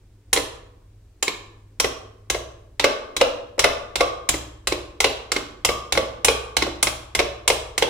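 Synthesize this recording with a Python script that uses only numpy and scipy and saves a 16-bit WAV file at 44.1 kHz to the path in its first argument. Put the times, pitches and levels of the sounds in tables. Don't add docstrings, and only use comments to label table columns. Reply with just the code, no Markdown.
import sys
import numpy as np
from scipy import signal
from scipy.fft import rfft, irfft, next_fast_len
from scipy.io import wavfile

SR = 44100
rng = np.random.default_rng(int(sys.argv[2]) if len(sys.argv) > 2 else 0)


def materialize(psi):
    bounded = np.clip(np.atleast_2d(psi).T, -1, 1)
    quanta = np.round(bounded * 32767).astype(np.int16)
    wavfile.write(sys.argv[1], SR, quanta)


N = 347949

# start in seconds, strength in dB, hardness of the contact in dB,
# favoured pitch in Hz, table boom in dB.
MALLET_BLOWS = [(0.3296, 1.5, 4.5, 9560, -1.5), (1.226, -4, 3, 7150, -19.5), (1.799, 0, 2, 5650, -5),
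                (2.2996, -2.5, 0.5, 6240, 0), (2.796, -1, -7, 3700, -8.5), (3.1652, -6, 0, 3960, -6),
                (3.5925, 2, 0, 5780, 0), (3.956, -4, -2, 3640, -1.5), (4.2892, -0.5, 4.5, 7280, 3),
                (4.6717, -3.5, 2, 4200, -1.5), (5.003, 0.5, 0, 2140, -2), (5.3178, -1.5, -2.5, 7400, -7),
                (5.6482, 1.5, 2, 5530, 1), (5.923, -2, 0, 3730, 1), (6.2462, 3, 4, 9260, 3.5),
                (6.5668, 1.5, -2.5, 4160, 2.5), (6.8272, 0.5, 6, 9840, 2), (7.1496, -3, -0.5, 2100, 2),
                (7.4769, 2.5, 3, 8850, 1.5), (7.7782, -3, 2, 2130, -2.5)]
# start in seconds, strength in dB, hollowness in dB,
# jolt to the frame in dB, favoured pitch in Hz, shake of the bars in dB.
PEG_STOPS = [(0.3614, -4.5, -6, -1, 3290, -7.5), (0.372, -2.5, 0, -3, 2000, -6),
             (1.279, -2.5, -9, -0.5, 2260, -25), (1.8436, -3.5, 2.5, 4, 1960, 0),
             (2.3451, -11.5, 8.5, -2, 2130, 0.5), (2.8418, 6, 2.5, 5.5, 2200, 1.5),
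             (3.2116, 4, 7.5, 2, 2770, -23), (3.6411, 6.5, 2, 0.5, 2080, 4),
             (4.0063, 1.5, 6, 1.5, 2200, 11.5), (4.340, -11, 1.5, 2, 2000, -22.5),
             (4.722, -5, 1, 6, 2450, -11), (5.0424, 5.5, -3, 0.5, 2680, -16),
             (5.3628, -3.5, -4, 3, 2070, -4), (5.689, -4.5, 4.5, 0, 2200, 14),
             (5.9738, -0.5, 5, 1, 2080, 6), (6.282, 4, 2.5, -0.5, 2370, 2.5),
             (6.6217, -0.5, -6.5, 5, 2000, -14), (6.8697, -1.5, -6, -5, 2240, -1),
             (7.1905, 1, -4.5, -5, 2340, -5), (7.1975, -2, 4.5, 3, 2100, -16),
             (7.500, 2, 1.5, 0, 2160, -17), (7.823, 2, 4, 2.5, 3280, -11)]
# frequency in Hz, likeness from 0 to 1.
MIC_LIKENESS = [(100, 1), (400, 0.92), (1000, 0.49), (2100, 0.69), (3200, 0.039), (15000, 0.046)]


def amp(db):
    return 10 ** (np.asarray(db) / 20)


def curve_at(points, hz):
    freqs, values = np.transpose(points)
    return np.interp(np.log(hz + 1), np.log(freqs + 1), values)


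def add(mix, start_s, sound):
    part = mix[:, max(round(start_s * SR), 0):][:, :sound.shape[-1]]
    part += sound[..., :part.shape[1]]


def colour(x, points):
    size = next_fast_len(x.shape[-1] + 4096)
    log_gain = np.log(amp(curve_at(points, abs(np.fft.fftfreq(size, 1 / SR)))))
    response = np.exp(np.conj(signal.hilbert(log_gain)))
    return np.fft.ifft(np.fft.fft(x, size) * response).real[:, :x.shape[-1]]


def noise_pair(size, width=1):
    common, separate = rfft(rng.standard_normal((2, size)))
    likeness = np.clip(curve_at(MIC_LIKENESS, np.fft.rfftfreq(size, 1 / SR)), 1e-3, 1) ** width
    right = likeness * common + np.sqrt(1 - likeness ** 2) * separate
    return irfft(np.array([common, right]), size)


def decay_bands(x, t60s):
    hz, t, bands = signal.stft(x, SR, nperseg=256)
    fade = amp(-60 * t / curve_at(t60s, hz)[:, None])
    return signal.istft(bands * fade, SR)[1][:, :x.shape[-1]]


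def ring(modes, t, scatter_db, detune):
    out = np.zeros((2, len(t)))
    for hz, db, t60 in modes:
        strength, shift, start, skew = rng.standard_normal(4)
        spread = np.arccos(np.clip(curve_at(MIC_LIKENESS, hz), -1, 1))
        mic_phase = spread * skew * np.array([[.5], [-.5]])
        phase = 2 * np.pi * hz * (1 + detune * shift) * t + np.pi * start + mic_phase
        out += amp(db + scatter_db * strength) * np.exp(-np.log(1000) * t / t60) * np.sin(phase)
    return out


def shaken(modes, rise_s):
    t = np.arange(SR) / SR
    return ring(modes, t, scatter_db=0, detune=0.0016) * (1 - np.exp(-t / rise_s))


def room_tone(air_db=-52, waver=0.64):
    # frequency in Hz, relative density in dB.
    air_spectrum = [(20, -14), (42, 0), (70, -8), (98, -6), (125, -19), (200, -23), (320, -21), (600, -32),
                    (1100, -38), (3000, -42), (8500, -45), (11000, -51), (16000, -53)]
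    # frequency in Hz, level in dB about which it wavers.
    hum_tones = [(43, -56), (102, -54.5)]
    t = np.arange(N) / SR
    air = colour(noise_pair(N), air_spectrum)
    out = amp(air_db) * air / np.sqrt(np.mean(air ** 2))
    for hz, db in hum_tones:
        drift = np.interp(t, np.linspace(0, t[-1], 40), rng.standard_normal(40))
        out += amp(db) * (1 + waver * drift) * np.sin(2 * np.pi * hz * t + drift)
    return out


def room_tail(bench, wet_db=-29, build_s=0.0054, tails=3, fades_per_s=2.6):
    # frequency in Hz, T60 in seconds.
    room_t60 = [(150, 1.09), (400, 0.6928), (1040, 0.6678), (2760, 0.525), (7280, 0.44), (14000, 0.33)]
    # frequency in Hz, gain in dB.
    tail_colour = [(100, -7), (330, -9), (500, -9), (650, -4.5), (800, -10), (1130, -5), (1800, -7.5),
                   (2130, -17), (2450, -8), (3400, -5.5), (4100, -9.5), (6000, -9), (9500, -11),
                   (14000, -6)]
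    t, out = np.arange(SR) / SR, np.zeros((2, N))
    build_up = 1 - np.exp(-(t / build_s) ** 2)
    turn = np.arange(N) / SR * fades_per_s
    for k in range(tails):
        tail = colour(decay_bands(noise_pair(SR, width=3.5), room_t60), tail_colour) * build_up
        off_turn = abs((turn - k + tails / 2) % tails - tails / 2)
        share = np.cos(np.pi / 2 * np.minimum(off_turn, 1))
        out += signal.fftconvolve(bench * share, tail, axes=1)[:, :N]
    return amp(wet_db) * out


def reflections(bench):
    # delay in seconds, gain in dB.
    near_echoes = [(.0026, -30.5), (.0056, -18.5), (0.0129, -18.5)]
    wall_echoes = [(.024, -9), (0.056, -10.5), (.067, -13.5), (.117, -37.5)]
    # frequency in Hz, gain in dB.
    wall_colour = [(100, -2), (500, -2), (1100, -8.5), (2200, -20), (8000, -13)]
    out = np.zeros((2, N))
    for sound, echoes in (bench[::-1], near_echoes), (colour(bench, wall_colour), wall_echoes):
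        for delay_s, db in echoes:
            add(out, delay_s, amp(db) * sound)
    return out


def table_boom(boom_db=-34):
    # frequency in Hz, relative level in dB, T60 in seconds.
    table_modes = [(44, 2, 0.36), (63.25, 1.5, 1), (118.4, -5.5, 1), (194, -7, 0.38)]
    out = np.zeros((2, N))
    for start_s, *_, weight_db in MALLET_BLOWS:
        add(out, start_s, amp(boom_db + weight_db) * shaken(table_modes, rise_s=0.014))
    return out


def registers(drive_db, strength_db, hard_db=0, hollow_db=0, jolt_db=0):
    frame = 0.26 * strength_db + jolt_db
    board = strength_db + hollow_db
    panel = strength_db + 0.25 * hollow_db
    peg = strength_db
    clack = strength_db + 0.12 * hard_db
    snap = strength_db + hard_db
    return np.add(drive_db, [frame, board, panel, peg, clack, snap])


def knock(levels_db, pitch_hz, favour_db, rise_s, modes_db, t60_scale,
          crack=1.2, crack_s=0.0069, octaves=0.16, size=8192):
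    # frequency in Hz, relative level in dB, T60 in seconds.
    wood_modes = [(293.2, -12.5, 0.13), (343, -13.5, 0.23), (402, -2, 0.04), (481.3, 0.5, 0.067),
                  (562.5, -4, 0.092), (600, -8.5, .07), (815, -2.5, 0.062), (1052, -10, 0.15),
                  (1099, -13.5, 0.14), (2121, 12, 0.015), (2550, -5, .05), (3044, -8, .06),
                  (3304, -2.5, 0.029), (3900, 0.5, 0.019), (4025, 1, 0.033), (5870, 3, .022),
                  (7500, 3, 0.035), (9570, 6, 0.026), (9300, -3, 0.036)]
    # frequency in Hz, relative density in dB.
    crowd_colour = [(60, -11), (160, -16.5), (235, -11.5), (290, -7), (400, 3), (1100, 7.5), (1700, 2.5),
                    (2300, 4.5), (5000, -1), (7400, 5), (8500, -0.5), (9900, -1), (11000, -5), (16000, -15)]
    # frequency in Hz, T60 in seconds before scaling.
    crowd_t60 = [(300, 0.096), (1000, 0.041), (3000, 0.052), (8000, 0.072), (14000, 0.07)]
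    edges_hz = [250, 420, 700, 1800, 2600, 6000, 16000]
    t, hz = np.arange(size) / SR, np.fft.rfftfreq(size, 1 / SR)
    t60s = [(f, t60 * t60_scale) for f, t60 in crowd_t60]
    crowd = colour(decay_bands(noise_pair(size), t60s), crowd_colour)
    wood = crowd + amp(modes_db) * ring(wood_modes, t, scatter_db=0.2, detune=0.013)
    wood *= (1 - np.exp(-t / rise_s)) * (1 + crack * np.exp(-t / crack_s))
    power = (abs(rfft(wood)) ** 2).mean(0) / size
    contact = []
    for low, high, db in zip(edges_hz, edges_hz[1:], levels_db):
        gain_db = db - 10 * np.log10(power[(hz >= low) & (hz < high)].sum())
        contact += [(low * 1.12, gain_db), (high / 1.12, gain_db)]
    spot = [(pitch_hz / 2 ** octaves, 0), (pitch_hz, favour_db), (pitch_hz * 2 ** octaves, 0)]
    return colour(colour(wood, contact), spot)


def peg_chatter(slide_s=0.009, peg_hz=2150, ticks=12):
    slide_drive = [-18.5, -21.5, -10, -13, -10, -20]
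    out = np.zeros((2, N))
    for stop_s, strength, hollow, *_ in PEG_STOPS:
        levels_db = registers(slide_drive, strength, hollow_db=hollow)
        tick = knock(levels_db, peg_hz, favour_db=10.5, rise_s=0.0005, modes_db=-3,
                     t60_scale=0.7, octaves=0.15)
        for early, weight in rng.random((ticks, 2)):
            add(out, stop_s - early * slide_s, weight / np.sqrt(ticks) * tick)
    return out


def peg_landings(bars_db=-38):
    stop_drive = [-2.5, 4, 1, 1.5, 3.5, -6.5]
    # frequency in Hz, relative level in dB, T60 in seconds.
    bar_modes = [(1089, -8, 0.87), (1137, 3.5, 0.29), (1144, -7, 0.61), (1206, -6.5, 0.67),
                 (2250, -14.5, 0.6), (3270, -12.5, .4)]
    out = np.zeros((2, N))
    for start_s, strength, hollow, jolt, pitch_hz, shake in PEG_STOPS:
        levels_db = registers(stop_drive, strength, hollow_db=hollow, jolt_db=jolt)
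        add(out, start_s, knock(levels_db, pitch_hz, favour_db=6, rise_s=0.0025, modes_db=-10.5,
                                t60_scale=1.08, crack=2.8))
        add(out, start_s, amp(strength + shake + bars_db) * shaken(bar_modes, rise_s=0.003))
    return out


def mallets():
    # start in seconds, strength in dB, hollowness in dB,
    # favoured pitch in Hz.
    touches = [(2.33, -22.5, -8, 317), (3.580, -18, 13.5, 550), (5.951, -3.5, -9, 3230),
               (6.665, -12, 4.5, 566)]
    blow_drive = [-9, -4.5, 0.34, 2.05, 6, 3]
    touch_drive = [-4, 3, 2, -2.5, -6, -11.5]
    hits = [(start_s, registers(blow_drive, strength, hard_db=hard), pitch_hz)
            for start_s, strength, hard, pitch_hz, _ in MALLET_BLOWS]
    hits += [(start_s, registers(touch_drive, strength, hollow_db=hollow), pitch_hz)
             for start_s, strength, hollow, pitch_hz in touches]
    out = np.zeros((2, N))
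    for start_s, levels_db, pitch_hz in hits:
        add(out, start_s, knock(levels_db, pitch_hz, favour_db=6, rise_s=0.0014, modes_db=-14,
                                t60_scale=0.77, crack=0.32))
    return out


def scene():
    # frequency in Hz, left minus right in dB.
    mic_balance = [(400, -1), (680, 0.5), (1200, 0.9), (2200, -0.5), (4700, -1.5), (6500, -0.5),
                   (8700, -0.5), (11500, -5.5), (14000, -0.5)]
    bench = mallets() + peg_landings() + peg_chatter()
    left, right = bench + reflections(bench) + room_tail(bench)
    left = colour(left[None], [(hz, db / 2) for hz, db in mic_balance])
    right = colour(right[None], [(hz, -db / 2) for hz, db in mic_balance])
    return np.vstack([left, right]) + table_boom() + room_tone()


def record(dry, ceiling=0.64, cutoff_hz=16000):
    rounded = dry / (1 + (dry / ceiling) ** 4) ** (1 / 4)
    lowpass = signal.firwin(255, cutoff_hz, window=("kaiser", 9), fs=SR)
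    return signal.oaconvolve(rounded, lowpass[None], "same")


dry = scene()
out = record(dry)
materialize(out)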